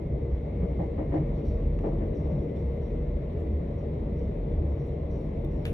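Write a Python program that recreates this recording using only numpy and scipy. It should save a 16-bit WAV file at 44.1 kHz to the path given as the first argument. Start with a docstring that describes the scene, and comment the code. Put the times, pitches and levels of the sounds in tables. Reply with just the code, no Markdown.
"""Rolling noise fills a train carriage: wheel and rail roughness drives the floor into rumble and roar.
A body resonance booms, the engine hums, gears whine and the rail rings faintly. Wheels strike rail
gaps and excite the damped floor modes. Ventilation air hisses, loose fittings tinkle and rustle in
short puffs, a thin whistle passes once, and a few small clicks sound close by."""
import numpy as np
from scipy import signal
from scipy.fft import rfft, irfft
from scipy.ndimage import uniform_filter1d
import sys
import numpy as np
from scipy import signal
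from scipy.fft import rfft, irfft
from scipy.io import wavfile
from scipy.ndimage import uniform_filter1d

SR = 44100
rng = np.random.default_rng(int(sys.argv[2]) if len(sys.argv) > 2 else 0)


def transcribe(u):
    """Save the signal u as a 16-bit wav file named by the first command-line argument.

    u: samples, shape (n,) or (channels, n), limited to [-1, 1]; the rate is SR.
    q: integer samples, one column per channel.
    """
    v = np.clip(np.atleast_2d(u).T, -1, 1)
    q = np.round(v * 32767).astype(np.int16)
    wavfile.write(sys.argv[1], SR, q)


N = 252693

# Cabin field at two ports, left and right: frequency_hz, side_re_mid_db, coherence, side_phase_rad
PORT_FIELD = [(30, -42, 0.23, 0.19), (97.5, -33, 0.66, 0), (180, -21, 0.3, 0.06), (300, -13, 0.75, 0.55),
              (468, -5, 0.5, 0.43), (640, -2, 0.49, 0.29), (900, 3, 0.21, 0.41), (1210, -0.5, 0.12, 1),
              (1650, -11.5, 0.073, 0.19), (2110, -1.5, 0.07, 0.39), (3470, -2, 0.23, 1.4),
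              (5000, 6.5, 0.23, 2), (5500, -2.5, .3, 1.7), (6000, -20.5, .1, 0.18), (7000, -3, .3, 1.5),
              (9100, 19.5, .1, 0.31), (9900, 14, 0.36, 1.5), (10800, 0, .3, 1.7), (11900, -22.5, .1, 0.3)]
# Ventilation spectrum: frequency_hz, relative_density_db
HISS_SPECTRUM = [(820, -13), (1400, -2.5), (1560, -4), (1880, 3), (2300, 0.5), (2890, -7.5), (3710, -8.5),
                 (4890, -22), (5410, -21.5), (6680, -24.5), (8030, -31), (8640, -81), (9300, -44.5),
                 (9740, -70), (10400, -22), (12600, -35), (16400, -51.5), (22000, -120)]
# Ventilation level: time_s, level_db
HISS_LEVEL = [(0, -67), (.8, -65.5), (1.5, -65), (5.73, -65.5)]
# Path of the whistle: time_s, pitch_hz, level_db
WHISTLE_PATH = [(2.08, 11000, -110), (2.14, 11270, -95), (2.22, 11460, -94), (2.45, 11700, -96),
                (2.66, 11600, -101), (2.74, 11400, -92), (2.79, 11220, -95), (2.86, 11200, -110)]
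# Rustling puffs: start_s, level_db, rise_s, t60_s, sizzle_db, body_db
PUFFS = [(.31, -87, 0.018, .33, 2, 4), (.65, -84, .02, .4, -0.5, -1), (.8, -83, 0.013, 0.37, 5, 7),
         (1.12, -80, .02, 0.38, 1, 8.5), (1.34, -79.5, 0.019, 0.36, -3, 6),
         (1.43, -73.5, 0.035, 0.38, -0.5, 6), (1.77, -83, 0.013, 0.45, 1, 2), (1.85, -80, .013, 0.25, 4, 6),
         (2.14, -74, .01, 0.56, -5.5, -6), (2.27, -81.5, 0.041, .89, -0.5, 3),
         (2.57, -79.5, 0.0088, .6, 1, 4), (2.805, -78, .012, 0.61, -5, 2.5),
         (3.36, -86.5, 0.029, .25, 11, -1), (3.775, -80, .006, .35, -5.5, -1),
         (4.172, -76.5, 0.0043, .51, -8, -3), (4.25, -91, 0.0092, .16, 10, 0),
         (4.67, -82, 0.021, .26, 3, 0), (4.77, -78.5, 0.012, .56, -3, -2), (4.85, -82.5, .0079, .19, 9, -1),
         (5.1, -74.5, .007, 0.66, -6, 1), (5.16, -88, .03, .5, 9, 3), (5.491, -80, 0.017, 0.99, 3, 0)]
# Treble bands of a puff: centre_hz, width_hz, gain_db
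RUSTLE_BANDS = [(2900, 700, -9.5), (3670, 240, -7.5), (4340, 280, -10), (5415, 610, -2.5),
                (5730, 550, -6.5)]
# Sizzle above those bands: centre_hz, width_hz, gain_db
SIZZLE_BANDS = [(7550, 1500, -9.5), (10400, 5300, -6)]
# Clicks: start_s, level_db, focus_hz, falloff_db_per_octave, echo_db, echo_t60_s,
# left_minus_right_db, chatter_s, right_lag_s
CLICKS = [(1.7895, -44, 1050, 11.5, -22, .04, 2, .001, 0),
          (2.562, -58, 5500, 15, -20, .04, -4, .002, .00017), (2.566, -55, 3400, 16, -13, .08, -3, .004, 0),
          (5.4483, -48, 3300, 5, -26, .15, -2, .0006, .00017),
          (5.652, -51, 11000, 10, -16, .4, 1.5, .0015, .00017),
          (5.6532, -32.5, 1600, 8.5, -18, .28, 1.5, .002, .00017),
          (5.663, -41, 2800, 9.5, -15, .1, -5, .003, .00017)]
# Resonances of a click: centre_hz, width_hz, gain_db
CLICK_MODES = [(750, 320, 1), (1050, 720, -3), (1656, 1500, 0), (2400, 850, 0), (3510, 150, -7),
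               (5300, 2100, -6.5), (7750, 1800, -4.5), (10700, 3000, 2)]
# Firing hum, two gear tones, rail ring (pitched by RAIL_RING):
# pitch_hz, width_hz, noise_share, left_db, right_db
TONES = [(42.4, 6, 0.45, -1.5, -1.5), (471, 17, 0.55, 1, -4), (566.5, 40, 0.9, -3.5, -9.5),
         (2070, 170, 0.94, -23, -20.5)]
# Engine firing hum: time_s, level_db
HUM_LEVEL = [(0, -39.5), (.35, -45), (.62, -41.5), (1.4, -33.5), (2.28, -33.5), (2.7, -43.5), (3.02, -32),
             (3.65, -41), (4.1, -37.5), (4.55, -33), (4.8, -37.5), (5.15, -34.5), (5.73, -35)]
# Gear whine: time_s, level_db
WHINE_LEVEL = [(0, -50), (.6, -46), (.9, -47), (1.35, -45.5), (1.7, -44.5), (2.1, -44.5), (3.1, -45),
               (3.3, -44), (3.7, -48), (3.85, -45), (4.4, -47), (5.15, -44.5), (5.35, -51), (5.73, -44)]
# Drift of the rail ring: time_s, relative_level_db, pitch_hz
RAIL_RING = [(0, 4, 2090), (.35, 1, 2065), (.6, 5, 2150), (.85, 5, 2113), (1.3, 1.5, 2140),
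             (1.9, -3.5, 2038), (2.6, 4.5, 2070), (3.4, -1, 2070), (4.2, 0, 2070), (5.1, -1, 2076),
             (5.73, -1.5, 2050)]
# Wheel blows at rail gaps: start_s, level_db, length_s, thud_db, knock_db, tilt_db_per_octave,
# left_minus_right_db
THUMPS = [(0.618, -42.5, 0.04, 20, 1, -29.5, 1.5), (0.788, -38.5, 0.064, 8.5, 4.5, -1, 0.5),
          (0.977, -37.5, 0.062, -7, 6.5, -1.5, 2.5), (1.116, -40, 0.02, -6, -11, 3.5, -0.5),
          (1.129, -34.5, 0.056, -3.5, 10.5, -1.5, 1.5), (1.156, -38.5, 0.03, 0.5, 1.5, 2, 0),
          (1.192, -44, 0.04, 12.5, 9.5, 0, 1), (1.834, -33, 0.036, 1, 1, -6.5, 2.5),
          (1.856, -35, 0.045, 4, 4.5, -5.5, 1), (1.917, -44, 0.04, 0, 7, -11, 3),
          (2.0, -45, 0.06, 5, 11, 2.5, 4), (2.312, -47, 0.07, 22.5, -1, -12, 1.5)]
# Damped floor and bogie modes, thud first, knock second: centre_hz, width_hz, gain_db
FLOOR_MODES = [(158, 51.4, -2.74), (310.4, 34, -1.5), (413, 64, -4.5), (542, 42, -2.5), (661, 124, -3.5),
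               (764, 73, -10.5), (966, 97, -16), (1120, 890, -27), (1506, 260, -26.5), (1756, 230, -23),
               (2095, 73, -29), (2720, 360, -40)]
# Boom of the carriage body: time_s, level_db
BOOM_LEVEL = [(0, -38), (.35, -28.5), (.5, -47.5), (.63, -27.5), (.85, -35), (1.18, -33.5), (1.28, -38),
              (1.65, -26), (1.9, -48), (2.36, -31), (2.56, -42), (2.71, -27.5), (2.85, -34), (3.1, -33.5),
              (3.3, -43.5), (3.52, -28.5), (3.8, -40.5), (4.3, -32), (4.42, -50.5), (4.57, -25.5),
              (4.9, -38), (5.04, -34), (5.2, -36.5), (5.73, -38)]
# Low rumble spectrum: frequency_hz, relative_density_db
RUMBLE_SPECTRUM = [(12, -43.5), (27, -15.5), (35, -4), (50, -5), (66, -0.5), (85, -1.5), (100, -2),
                   (118, -7), (138, 1), (168, -3), (198, -15.5), (222, -9.5), (260, -24), (400, -92.5)]
# Floor roar spectrum: frequency_hz, relative_density_db
ROAR_SPECTRUM = [(120, -20.5), (200, 2), (265, -1.5), (320, 1), (372, -2), (410, -0.5), (460, -1),
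                 (515, -8), (570, -4.5), (610, -8.5), (650, -8.5), (700, -16), (790, -19.5), (1120, -28),
                 (1600, -48), (2500, -78.5)]
# Rolling noise levels: time_s, rumble_db, roar_db
ROLLING_LEVELS = [(0, -31.5, -39.5), (.9, -33, -37), (1.3, -32.5, -36.5), (1.7, -32, -38), (2.2, -33, -36),
                  (2.8, -34.5, -38.5), (4, -33.5, -37.5), (4.75, -32.5, -37.5), (5.2, -34.5, -38.5),
                  (5.73, -31, -37.5)]


def gain_of(db):
    """Amplitude grows tenfold for every 20 dB."""
    return 10 ** (np.asarray(db) / 20)


def unit_rms(x):
    """Normalisation to a mean square of 1."""
    return x / np.sqrt(np.mean(x ** 2) + 1e-20)


def over_hz(rows, hz, column=1):
    """Interpolation of a table column on a log-frequency axis."""
    table = np.array(rows)
    return np.interp(np.log(hz + 1), np.log(table[:, 0] + 1), table[:, column])


def over_time(rows, column=1):
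    """Linear interpolation of a table column at every sample."""
    table = np.array(rows)
    return np.interp(np.arange(N) / SR, table[:, 0], table[:, column])


def add(mix, start_s, sound, pan_db=0):
    """Superposition of a stereo sound on the mix; positive pan_db favours the left."""
    part = mix[:, round(start_s * SR):][:, :sound.shape[1]]
    part += sound[:, :part.shape[1]] * gain_of([[pan_db / 2], [-pan_db / 2]])


def resonate(x, hz, width_hz):
    """Resonance: two band-pass stages in cascade, about a centre that may move."""
    carrier = np.exp(2j * np.pi * np.cumsum(hz * np.ones(x.shape[-1])) / SR)
    pole = np.exp(-np.pi * width_hz / SR)
    for _ in range(2):
        x = 2 * (carrier * signal.lfilter([1 - pole], [1, -pole], x / carrier)).real
    return x


def steadied(x, floor):
    """Envelope compression: a driven vibration swings more evenly than free noise."""
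    envelope = abs(signal.hilbert(x))
    return x / (envelope + floor * envelope.mean())


def at_ports(x, lag_s=.00017):
    """Path difference: sound from the window side reaches the right port later."""
    hz = np.fft.rfftfreq(len(x), 1 / SR)
    return np.array([x, irfft(rfft(x) * np.exp(-2j * np.pi * hz * lag_s), len(x))])


def diffuse_noise(spectrum, patchy_db, flicker_db, size):
    """A diffuse field, partly coherent between the ports, with drifting spectral patches and flicker."""
    frames, hz = 4 * N // size + 5, np.fft.rfftfreq(size, 1 / SR)
    mid_re, mid_im, free_re, free_im, patches = rng.standard_normal((frames, len(hz), 5)).T
    patches = uniform_filter1d(patches, size=size // 100, axis=0)
    patches = unit_rms(uniform_filter1d(patches, size=8, axis=1))
    flicker = np.tanh(unit_rms(uniform_filter1d(rng.standard_normal(frames), size=3)))
    coherence = over_hz(PORT_FIELD, hz, column=2)[:, None]
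    phase = over_hz(PORT_FIELD, hz, column=3)[:, None]
    mid = mid_re + 1j * mid_im
    side = coherence * np.exp(1j * phase) * mid + np.sqrt(1 - coherence ** 2) * (free_re + 1j * free_im)
    spectra = np.array([mid, side * gain_of(over_hz(PORT_FIELD, hz))[:, None]])
    spectra *= gain_of(over_hz(spectrum, hz)[:, None] + patchy_db * patches + flicker_db * flicker)
    mid, side = signal.istft(spectra, nperseg=size, noverlap=3 * size // 4)[1][:, :N]
    return np.array([mid + side, mid - side]) / np.sqrt(np.mean(mid ** 2))


def ventilation():
    """Flow noise: air from the ducts makes a broadband hiss."""
    hiss = diffuse_noise(HISS_SPECTRUM, patchy_db=1, flicker_db=1, size=1024)
    return gain_of(over_time(HISS_LEVEL)) * hiss


def loose_fittings(level_db=-91.5, taps_per_s=360, t60_s=.033, modes=12):
    """Free vibration: tiny random taps each ring one of several close treble modes."""
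    t, tinkle = np.arange(SR // 20) / SR, np.zeros(N)
    taps = gain_of(3.3 * np.minimum(rng.exponential(1, N), 4)) * (rng.random(N) < taps_per_s / SR)
    struck_mode = rng.integers(0, modes, N)
    envelope = gain_of(-60 * t / t60_s) * np.minimum(t / .002, 1)
    for mode, hz in enumerate(np.linspace(5250, 5870, modes)):
        ring = envelope * np.sin(2 * np.pi * hz * t)
        tinkle += signal.oaconvolve(taps * (struck_mode == mode), ring)[:N]
    return gain_of(level_db) * at_ports(unit_rms(tinkle))


def whistle():
    """Narrowband noise is heard as a pitch: a faint whistle bends up and drops."""
    span = slice(round(WHISTLE_PATH[0][0] * SR), round(WHISTLE_PATH[-1][0] * SR))
    hz, out = over_time(WHISTLE_PATH)[span], np.zeros(N)
    ring = resonate(rng.standard_normal(len(hz)), hz, width_hz=35)
    out[span] = unit_rms(ring) * gain_of(over_time(WHISTLE_PATH, column=2)[span])
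    return out


def rustling_puffs(sag_hz=300, sag_s=.06, flutter_db=1, body_below_hz=5000):
    """Exponentially decaying noise: treble bands start bright, sag and flutter under a sizzle."""
    out, t = np.zeros((2, N)), np.arange(SR // 3) / SR
    lift_hz = sag_hz * np.exp(-t / sag_s)
    for start_s, level_db, rise_s, t60_s, sizzle_db, body_db in PUFFS:
        flutter = gain_of(flutter_db * unit_rms(uniform_filter1d(rng.standard_normal(len(t)), size=500)))
        noise, left, right = rng.standard_normal((3, len(t)))
        fizz = at_ports(noise) + 0.24 * np.array([left, right])
        puff = np.zeros((2, len(t)))
        for hz, width_hz, band_db in RUSTLE_BANDS:
            band = unit_rms(resonate(noise, hz + lift_hz, width_hz))
            puff += gain_of(band_db + body_db * (hz < body_below_hz)) * band
        for hz, width_hz, band_db in SIZZLE_BANDS:
            puff += gain_of(band_db + sizzle_db) * unit_rms(resonate(fizz, hz, width_hz))
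        envelope = (1 - np.exp(-t / rise_s)) ** 2 * gain_of(-60 * t / t60_s)
        add(out, start_s, gain_of(level_db) * flutter * envelope / envelope.max() * puff)
    return out


def clicks():
    """Impulse response: a snap rings the same resonances as its short echo off window and seats."""
    out, t = np.zeros((2, N)), np.arange(SR // 4) / SR
    for start_s, level_db, focus_hz, falloff, echo_db, t60_s, pan_db, chatter_s, lag_s in CLICKS:
        noise, click = rng.standard_normal((3, len(t))), np.zeros((2, len(t)))
        strike = (t == 0) + .35 * noise[0] * np.exp(-t / chatter_s)  # one blow, then chatter
        echo = (1 - np.exp(-t / 0.0036)) * gain_of(echo_db - 60 * t / t60_s)
        for hz, width_hz, mode_db in CLICK_MODES:
            near, left, right = unit_rms(resonate(noise, hz, width_hz))
            snap = resonate(strike, hz, width_hz)
            coherent = at_ports(snap / abs(snap).max() + 0.96 * echo * near, lag_s)
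            diffuse = 1.3 * echo * np.array([left, right])
            colour_db = mode_db - falloff * abs(np.log2(hz / focus_hz))
            click += gain_of(level_db + colour_db) * (coherent + diffuse)
        add(out, start_s, click, pan_db)
    return out


def engine_and_rail(wander_share=.008, ring_db=-49):
    """Frequency modulation: firing hum, gear whine and rail ring, each sine plus noise, wander as one."""
    out, t = np.zeros((2, N)), np.arange(N) / SR
    wander_hz, phase = np.geomspace(.5, 6, num=16)[:, None], rng.random((16, 1))
    wander = 1 + wander_share * unit_rms(np.sin(2 * np.pi * (wander_hz * t + phase)).sum(axis=0))
    whine_db = over_time(WHINE_LEVEL)
    levels_db = [over_time(HUM_LEVEL), whine_db, whine_db, ring_db + over_time(RAIL_RING)]
    for row, (hz, width_hz, noise_share, left_db, right_db) in enumerate(TONES):
        pitch_hz = wander * (over_time(RAIL_RING, column=2) if row == 3 else hz)
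        band = unit_rms(steadied(resonate(rng.standard_normal(N), pitch_hz, width_hz), floor=1.4))
        sine = np.sin(2 * np.pi * (np.cumsum(pitch_hz) / SR + rng.random()))
        tone = unit_rms((1 - noise_share) * sine + noise_share * band)
        out += gain_of([[left_db], [right_db]]) * tone * gain_of(levels_db[row])
    return out


def wheel_thumps():
    """Impact excitation: a wheel at a rail gap sends a rough judder through the damped floor modes."""
    out, t = np.zeros((2, N)), np.arange(SR // 3) / SR
    floor_lowpass = signal.butter(4, 3200, fs=SR, output="sos")
    for start_s, level_db, length_s, thud_db, knock_db, tilt, pan_db in THUMPS:
        judder, thump = rng.standard_normal((2, len(t))), np.zeros((2, len(t)))
        decay = np.exp(-(t / length_s) ** 3) + 0.12 * np.exp(-t / 0.049)  # blow, then the cabin rings on
        envelope = (1 - np.exp(-t / 0.0058)) * decay
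        for mode, (hz, width_hz, mode_db) in enumerate(FLOOR_MODES):
            spread = min((hz / 620) ** 2.6, 1)  # short waves differ between the ports
            ring = envelope * steadied(resonate(judder, hz, width_hz), floor=0.17)
            mid, side = ring / np.linalg.norm(ring, axis=1, keepdims=True) * np.linalg.norm(envelope)
            colour_db = thud_db if mode == 0 else knock_db if mode == 1 else tilt * np.log2(hz / 550)
            thump += gain_of(mode_db + colour_db) * np.array([mid + spread * side, mid - spread * side])
        add(out, start_s, gain_of(level_db) * signal.sosfilt(floor_lowpass, thump), pan_db)
    return out


def body_boom(start_hz=63.3, climb_hz_per_s=1.64):
    """Forced resonance: track roughness drives a narrow, slowly rising boom, alike at both ports."""
    hz = start_hz + climb_hz_per_s * np.arange(N) / SR
    ring = resonate(rng.standard_normal(N), hz, width_hz=11.3)
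    envelope = np.sqrt(uniform_filter1d(ring ** 2, size=6000))
    steady_ring = unit_rms(ring / (envelope + 0.22 * envelope.mean()))
    return gain_of(over_time(BOOM_LEVEL)) * steady_ring


def rolling_noise():
    """Structure-borne sound: wheel and rail roughness comes through the floor as rumble and roar."""
    rumble = diffuse_noise(RUMBLE_SPECTRUM, patchy_db=0.52, flicker_db=0.089, size=8192)
    roar = diffuse_noise(ROAR_SPECTRUM, patchy_db=1.2, flicker_db=0.75, size=2048)
    rumble_db, roar_db = over_time(ROLLING_LEVELS), over_time(ROLLING_LEVELS, column=2)
    return gain_of(rumble_db) * rumble + gain_of(roar_db) * roar


def scene():
    """Superposition: the pressures of all sources in the carriage add."""
    drone = rolling_noise() + body_boom() + engine_and_rail() + ventilation()
    return drone + wheel_thumps() + rustling_puffs() + loose_fittings() + clicks() + whistle()


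def record(dry):
    """Band limiting: a linear-phase low-pass removes the treble above 12.5 kHz."""
    lowpass = signal.firwin(511, 12500, window=("kaiser", 9), fs=SR)
    return signal.oaconvolve(dry, lowpass[None], "same", axes=1)


dry = scene()
out = record(dry)
transcribe(out)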